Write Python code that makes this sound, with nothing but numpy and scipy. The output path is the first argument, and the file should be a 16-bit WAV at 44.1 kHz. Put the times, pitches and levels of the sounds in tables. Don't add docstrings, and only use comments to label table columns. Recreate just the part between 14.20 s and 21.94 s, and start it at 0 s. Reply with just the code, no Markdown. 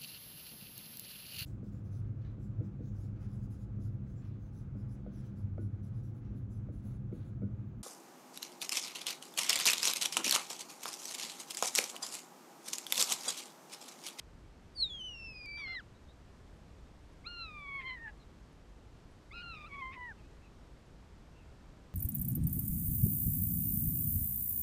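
import sys
import numpy as np
from scipy import signal
from scipy.fft import rfft, irfft
from scipy.io import wavfile

SR = 44100
rng = np.random.default_rng(int(sys.argv[2]) if len(sys.argv) > 2 else 0)


def waveform_to_disk(signal):
    frames = np.transpose(np.atleast_2d(signal))
    scaled = np.clip(frames, -1, 1) * 32767
    samples = np.round(scaled).astype(np.int16)
    wavfile.write(sys.argv[1], SR, samples)


N = 341334
TIME = np.arange(N) / SR


def amp(db):
    return 10 ** (np.asarray(db) / 20)


def evened(x):
    return x / np.sqrt(np.mean(x ** 2) + 1e-20)


def wander(hz):
    f = np.fft.rfftfreq(N, 1 / SR)
    spectrum = rfft(rng.standard_normal(N)) / (1 + (f / hz) ** 2)
    return evened(irfft(spectrum, N))


def bump(start, length):
    return np.sin(np.pi * np.clip((TIME - start) / length, 0, 1))


def gate(times, fade):
    return np.clip(np.minimum(TIME - times[0], times[-1] - TIME) / fade, 0, 1)


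def glide(start, length, start_hz, end_hz):
    return np.interp(TIME, [start, start + length], [start_hz, end_hz])


def phase_of(hz):
    return 2 * np.pi * np.cumsum(hz) / SR


def band(x, low_hz, high_hz, order=4):
    edges = [low_hz, min(high_hz, SR / 2 - 1)]
    return signal.sosfilt(signal.butter(order, edges, "band", fs=SR, output="sos"), x)


# (frequency [Hz], relative density [dB per Hz])
AIR_SPECTRUM = [(15, -11.5), (50, -1), (114, -8.5), (173, -11.5), (339, -17), (560, -21.5), (1190, -27),
                (2610, -34.5), (5100, -39), (8800, -45), (10000, -55.5), (11200, -48.5), (13200, -58.5),
                (14200, -67.5)]
AIR_DB = -55.5


def air():
    hz, db = np.transpose(AIR_SPECTRUM)
    f = np.fft.rfftfreq(N, 1 / SR)
    colour = amp(np.interp(np.log(f + 1), np.log(hz + 1), db))
    noise = irfft(rfft(rng.standard_normal(N)) * colour, N)
    swell = amp(.35 * wander(1.5))
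    drone = amp(-68.0) * evened(band(rng.standard_normal(N), 44, 57))
    return amp(AIR_DB) * evened(noise) * swell + drone


TICKS_PER_S, TICK_DB, TICK_S = 2.2, -81.5, 0.016


def ticks():
    starts = amp(TICK_DB) * (rng.random(N) < TICKS_PER_S / SR)
    level = signal.oaconvolve(starts, bump(0, TICK_S)[TIME < TICK_S])[:N]
    return level * evened(band(rng.standard_normal(N), 10500, 11000))


# (centre [Hz], width [Hz], gain [dB])
THROAT = [(1061, 530, -6), (1347, 90, -11.5), (2090, 583, 2.5), (3170, 580, -6), (4050, 285, 7.5),
          (4775, 700, 3), (8700, 290, -12), (9430, 450, -2.5)]


def throat(hz):
    power = 0
    for centre, width, db in THROAT:
        power = power + amp(db) ** 2 / (1 + (2 * (hz - centre) / width) ** 2) ** (3 / 2)
    return np.sqrt(power)


# (middle [s], length [s], level change [dB], pitch jump [share], shake [0-1],
# change of partials 3 and 4 [dB], rasp [dB])
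BREAKS = [(0.685, 0.047, -8, 0.016, 0.2, -3, -80), (0.779, 0.071, -5.5, 0.017, .03, -12, -73),
          (0.955, 0.038, -1.5, -0.0092, .05, -3, -80), (1.139, .05, -6.5, -.012, 0.2, 0, -77),
          (3.37, 0.038, 3.5, 0.0031, 0.08, -8, -82), (3.617, 0.076, -2.5, -.012, 0.33, -2, -52.5),
          (3.676, 0.069, -0.5, .008, 0.17, 9.5, -64), (3.708, 0.041, -1.5, -.016, 0.25, 8.5, -67),
          (3.738, .04, 0.5, .008, .2, 5, -72), (3.787, 0.064, 2, -0.01, 0.33, 7, -70),
          (3.883, 0.082, 4.5, -0.028, 0.39, -7, -65), (5.224, 0.018, -2, 0.031, 0.3, 3, -80),
          (5.405, 0.2, -1.5, 0.0073, 0.39, 9, -81), (5.473, .045, 0, 0.16, 0.1, -11, -80),
          (5.499, 0.061, -10, 0, .1, -7, -77), (5.544, 0.094, 5.5, 0.012, 0.24, 4, -65),
          (5.743, 0.071, -10.5, 0.085, 0.87, -8, -53)]


def breaks():
    spells = np.array([bump(middle - length / 2, length) for middle, length, *_ in BREAKS])
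    _, _, level_db, jump, shake, upper_db, _ = np.transpose(BREAKS)
    return level_db @ spells ** 2, jump @ spells ** 2, shake @ spells, upper_db @ spells


ATTACK_S, RELEASE_S = 0.034, 0.015
SCOOP_S, DROP_S = 0.025, .027
UPPER_FLICKER_DB = 1.8


def call(rows, partials_db, scoop, drop, waver, jitter, shimmer_db):
    times, *columns = np.transpose(rows)
    hz, effort_db, *odd = [np.interp(TIME, times, column) for column in columns]
    odd_db = odd[0] if odd else 0
    since, left = np.maximum(TIME - times[0], 0), np.maximum(times[-1] - TIME, 0)
    break_db, jump, shake, upper_db = breaks()
    hz = hz * (1 - scoop * np.exp(-(since / SCOOP_S) ** 2))
    hz = hz * (1 - drop * np.exp(-left / DROP_S)) * (1 + jump)
    tremble = waver * wander(43.4) + (jitter + 0.044 * shake) * wander(340)
    phase = phase_of(hz * (1 + tremble))
    partials = []
    for k, db in enumerate(partials_db, 1):
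        level_db = db + odd_db * (k % 2) + 0.64 * wander(33)
        if k > 2:
            level_db = level_db + upper_db + UPPER_FLICKER_DB * wander(12)
        partials.append(amp(level_db) * throat(k * hz) * np.cos(k * phase))
    partials[1] = partials[1] * (1 + shake * wander(130))
    envelope = np.minimum(np.minimum(since / ATTACK_S, left / RELEASE_S), 1)
    loudness = amp(effort_db + break_db + shimmer_db * wander(56))
    return sum(partials) * envelope * loudness, phase


# (time [s], pitch before scoop, drop and breaks [Hz], effort [dB])
SQUEAL = [(0.545, 4460, -60), (0.607, 4390, -38.5), (0.637, 3900, -35.5), (0.709, 3420, -40.5),
          (0.822, 3015, -40), (0.86, 3030, -39.5), (0.98, 2726, -42.5), (1.07, 2662, -41.4),
          (1.2, 2447, -49.5), (1.255, 2424, -49), (1.264, 2312, -48.5), (1.404, 2343, -45.5),
          (1.47, 2084, -47), (1.615, 2203, -43)]
SQUEAL_PARTIALS = [0.5, -10.5, -30.5, -31]


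def squeal():
    return call(SQUEAL, SQUEAL_PARTIALS, scoop=-.08, drop=0.48, waver=0.0042, jitter=0.0006, shimmer_db=1.36)


# (start [s], length [s], start [Hz], end [Hz], level [dB])
PEEPS = [(0.651, 0.055, 2520, 2440, -68), (1.738, 0.056, 3850, 3890, -76), (1.874, 0.057, 3650, 3880, -68),
         (3.988, 0.06, 4350, 3730, -70.5), (5.958, 0.07, 2980, 2500, -75), (6.017, 0.068, 2410, 2640, -74),
         (6.219, 0.073, 2730, 2420, -70), (7.129, 0.13, 2760, 2600, -72.5)]


def peeps():
    fuzz = 1 + .025 * wander(300) + .02 * wander(35)
    sound = np.zeros(N)
    for start, length, start_hz, end_hz, db in PEEPS:
        tone = np.sqrt(2) * np.sin(phase_of(fuzz * glide(start, length, start_hz, end_hz)))
        sound += amp(db) * bump(start, length) * tone
    return sound


RASP_SHARE = 0.75


def rasps():
    level = np.zeros(N)
    for middle, length, *_, db in BREAKS:
        rasp_s = RASP_SHARE * length
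        level += amp(db) * bump(middle - rasp_s / 2, rasp_s) ** 2
    ring = evened(band(rng.standard_normal(N), 1850, 2560, order=2))
    skirt = amp(-14) * evened(band(rng.standard_normal(N), 1000, 4000))
    return level * (ring + skirt)


# (time [s], peak [dB])
CLICK = (1.2595, -43)


def click():
    time, peak_db = CLICK
    pulse = 1. * (np.arange(N) == round(time * SR))
    sound = band(pulse, 1760, 9700, order=2)
    return amp(peak_db) * sound / abs(sound).max()


def second_voice(hz, level, main_phase, mix, mix_db):
    on = level > 1e-9
    phase = phase_of(hz[on])
    tone = np.zeros(N)
    for (main, second), db in zip(mix, mix_db):
        tone[on] += amp(db) * np.cos(main * main_phase[on] + second * phase)
    return tone * level


# (time [s], pitch before wavering [Hz])
UNDERTONE = [(1.368, 1450), (1.397, 1390), (1.43, 1130), (1.458, 1089), (1.49, 1390), (1.53, 1330),
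             (1.563, 1100)]
UNDERTONE_MIX = [(0, 1), (1, 1), (2, -1), (1, -1), (2, 1), (2, -2), (3, -1), (1, .5), (1, -.5)]
UNDERTONE_MIX_LEVELS = [0, 1.5, 1.5, -2.5, -10.5, -2, -8.5, -10, -8]


def undertone(squeal_phase, unsteady):
    times, hz = np.transpose(UNDERTONE)
    hz = np.interp(TIME, times, hz) * unsteady * (1 + 0.022 * wander(70))
    level = amp(-65) * gate(times, fade=0.0099)
    return second_voice(hz, level, squeal_phase, UNDERTONE_MIX, UNDERTONE_MIX_LEVELS)


# (time [s], pitch before scoop, drop and breaks [Hz], effort [dB], odd partials [dB])
WHINE = [(3.035, 1394, -53, -6), (3.075, 1415, -49.5, 5.5), (3.13, 1415, -44.5, -5),
         (3.222, 1359, -44.5, -3), (3.301, 1240, -53.5, 1), (3.46, 1125, -50.5, 0),
         (3.577, 1103, -44.5, -2.2), (3.632, 1042, -54.5, 3), (3.671, 1046, -45.5, -2.5),
         (3.735, 1016, -48.5, -1.5), (3.794, 927, -56.5, -21), (3.855, 922, -45.5, -7.5),
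         (3.914, 924, -58.5, -3)]
LAST_WHINE = [(5.105, 1400, -41.5, -19), (5.139, 1392, -49.5, 0.5), (5.21, 1419, -43, -0.7),
              (5.301, 1368, -43.5, -3), (5.37, 1223, -49.5, -2.5), (5.449, 1179, -53.5, 4),
              (5.515, 1118, -53, -3), (5.594, 1113, -53, 8), (5.629, 1040, -46.5, 6),
              (5.705, 1046, -54.5, 7), (5.78, 993, -56, 10), (5.84, 993, -46, -1.5), (5.934, 996, -45, -14)]
WHINE_PARTIALS = [1, 1, -9, -29.5]
LAST_WHINE_PARTIALS = [1, -1, -18, -37]


def whines():
    whine, whine_phase = call(WHINE, WHINE_PARTIALS, scoop=.28, drop=.16,
                              waver=0.0031, jitter=0.0034, shimmer_db=1.0)
    last, last_phase = call(LAST_WHINE, LAST_WHINE_PARTIALS, scoop=.28, drop=.35,
                            waver=0.00303, jitter=0.004, shimmer_db=1.5)
    return whine + last, np.where(TIME < LAST_WHINE[0][0], whine_phase, last_phase)


# (start [s], length [s], start [Hz], end [Hz], relative level [dB])
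WHISTLES = [(3.044, 0.039, 2180, 2560, -68), (3.246, 0.066, 2640, 2430, -62),
            (3.596, 0.056, 2390, 2190, -60), (3.873, 0.043, 2036, 1915, -63),
            (5.114, 0.0213, 2216, 2465, -53), (5.129, 0.1, 2584, 2460, -52), (5.34, 0.022, 2690, 2720, -52),
            (5.367, 0.027, 2260, 2425, -56), (5.392, 0.042, 2520, 2630, -62),
            (5.505, 0.037, 2340, 2020, -61), (5.588, 0.029, 2315, 2620, -60.5),
            (5.718, 0.0307, 2444, 2690, -56.5), (5.738, .03, 2290, 2160, -75)]
WHISTLE_MIX = [(0, 1), (1, 1), (0, 2)]
WHISTLE_MIX_LEVELS = [0, -10, -18]


def whistles(whine_phase, unsteady):
    sound = np.zeros(N)
    for start, length, start_hz, end_hz, db in WHISTLES:
        hz = glide(start, length, start_hz, end_hz) * unsteady
        level = amp(db) * bump(start, length)
        sound += second_voice(hz, level, whine_phase, WHISTLE_MIX, WHISTLE_MIX_LEVELS)
    return sound


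def animal():
    high_call, squeal_phase = squeal()
    low_calls, whine_phase = whines()
    unsteady, flutter = 1 + .012 * wander(250), 1 + .25 * wander(180)
    second = (undertone(squeal_phase, unsteady) + whistles(whine_phase, unsteady)) * flutter
    return np.sqrt(2) * (high_call + low_calls + second) + rasps()


def garden(x, t60=0.28, scatter_db=-28, wall_s=0.067, wall_db=-41):
    t = TIME[:SR // 2]
    tail = rng.standard_normal(len(t)) * amp(-60 * t / t60) * (t > .003)
    response = amp(scatter_db) * tail / np.linalg.norm(tail)
    response[round(wall_s * SR)] += amp(wall_db)
    return x + signal.fftconvolve(x, response)[:N]


def scene():
    return (garden(animal()) + peeps() + ticks() + click() + air())[None]


def record(dry):
    low_pass = signal.firwin(511, 15500, window=("kaiser", 9), fs=SR)
    return signal.oaconvolve(dry, low_pass[None], "same")


dry = scene()
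out = record(dry)
waveform_to_disk(out)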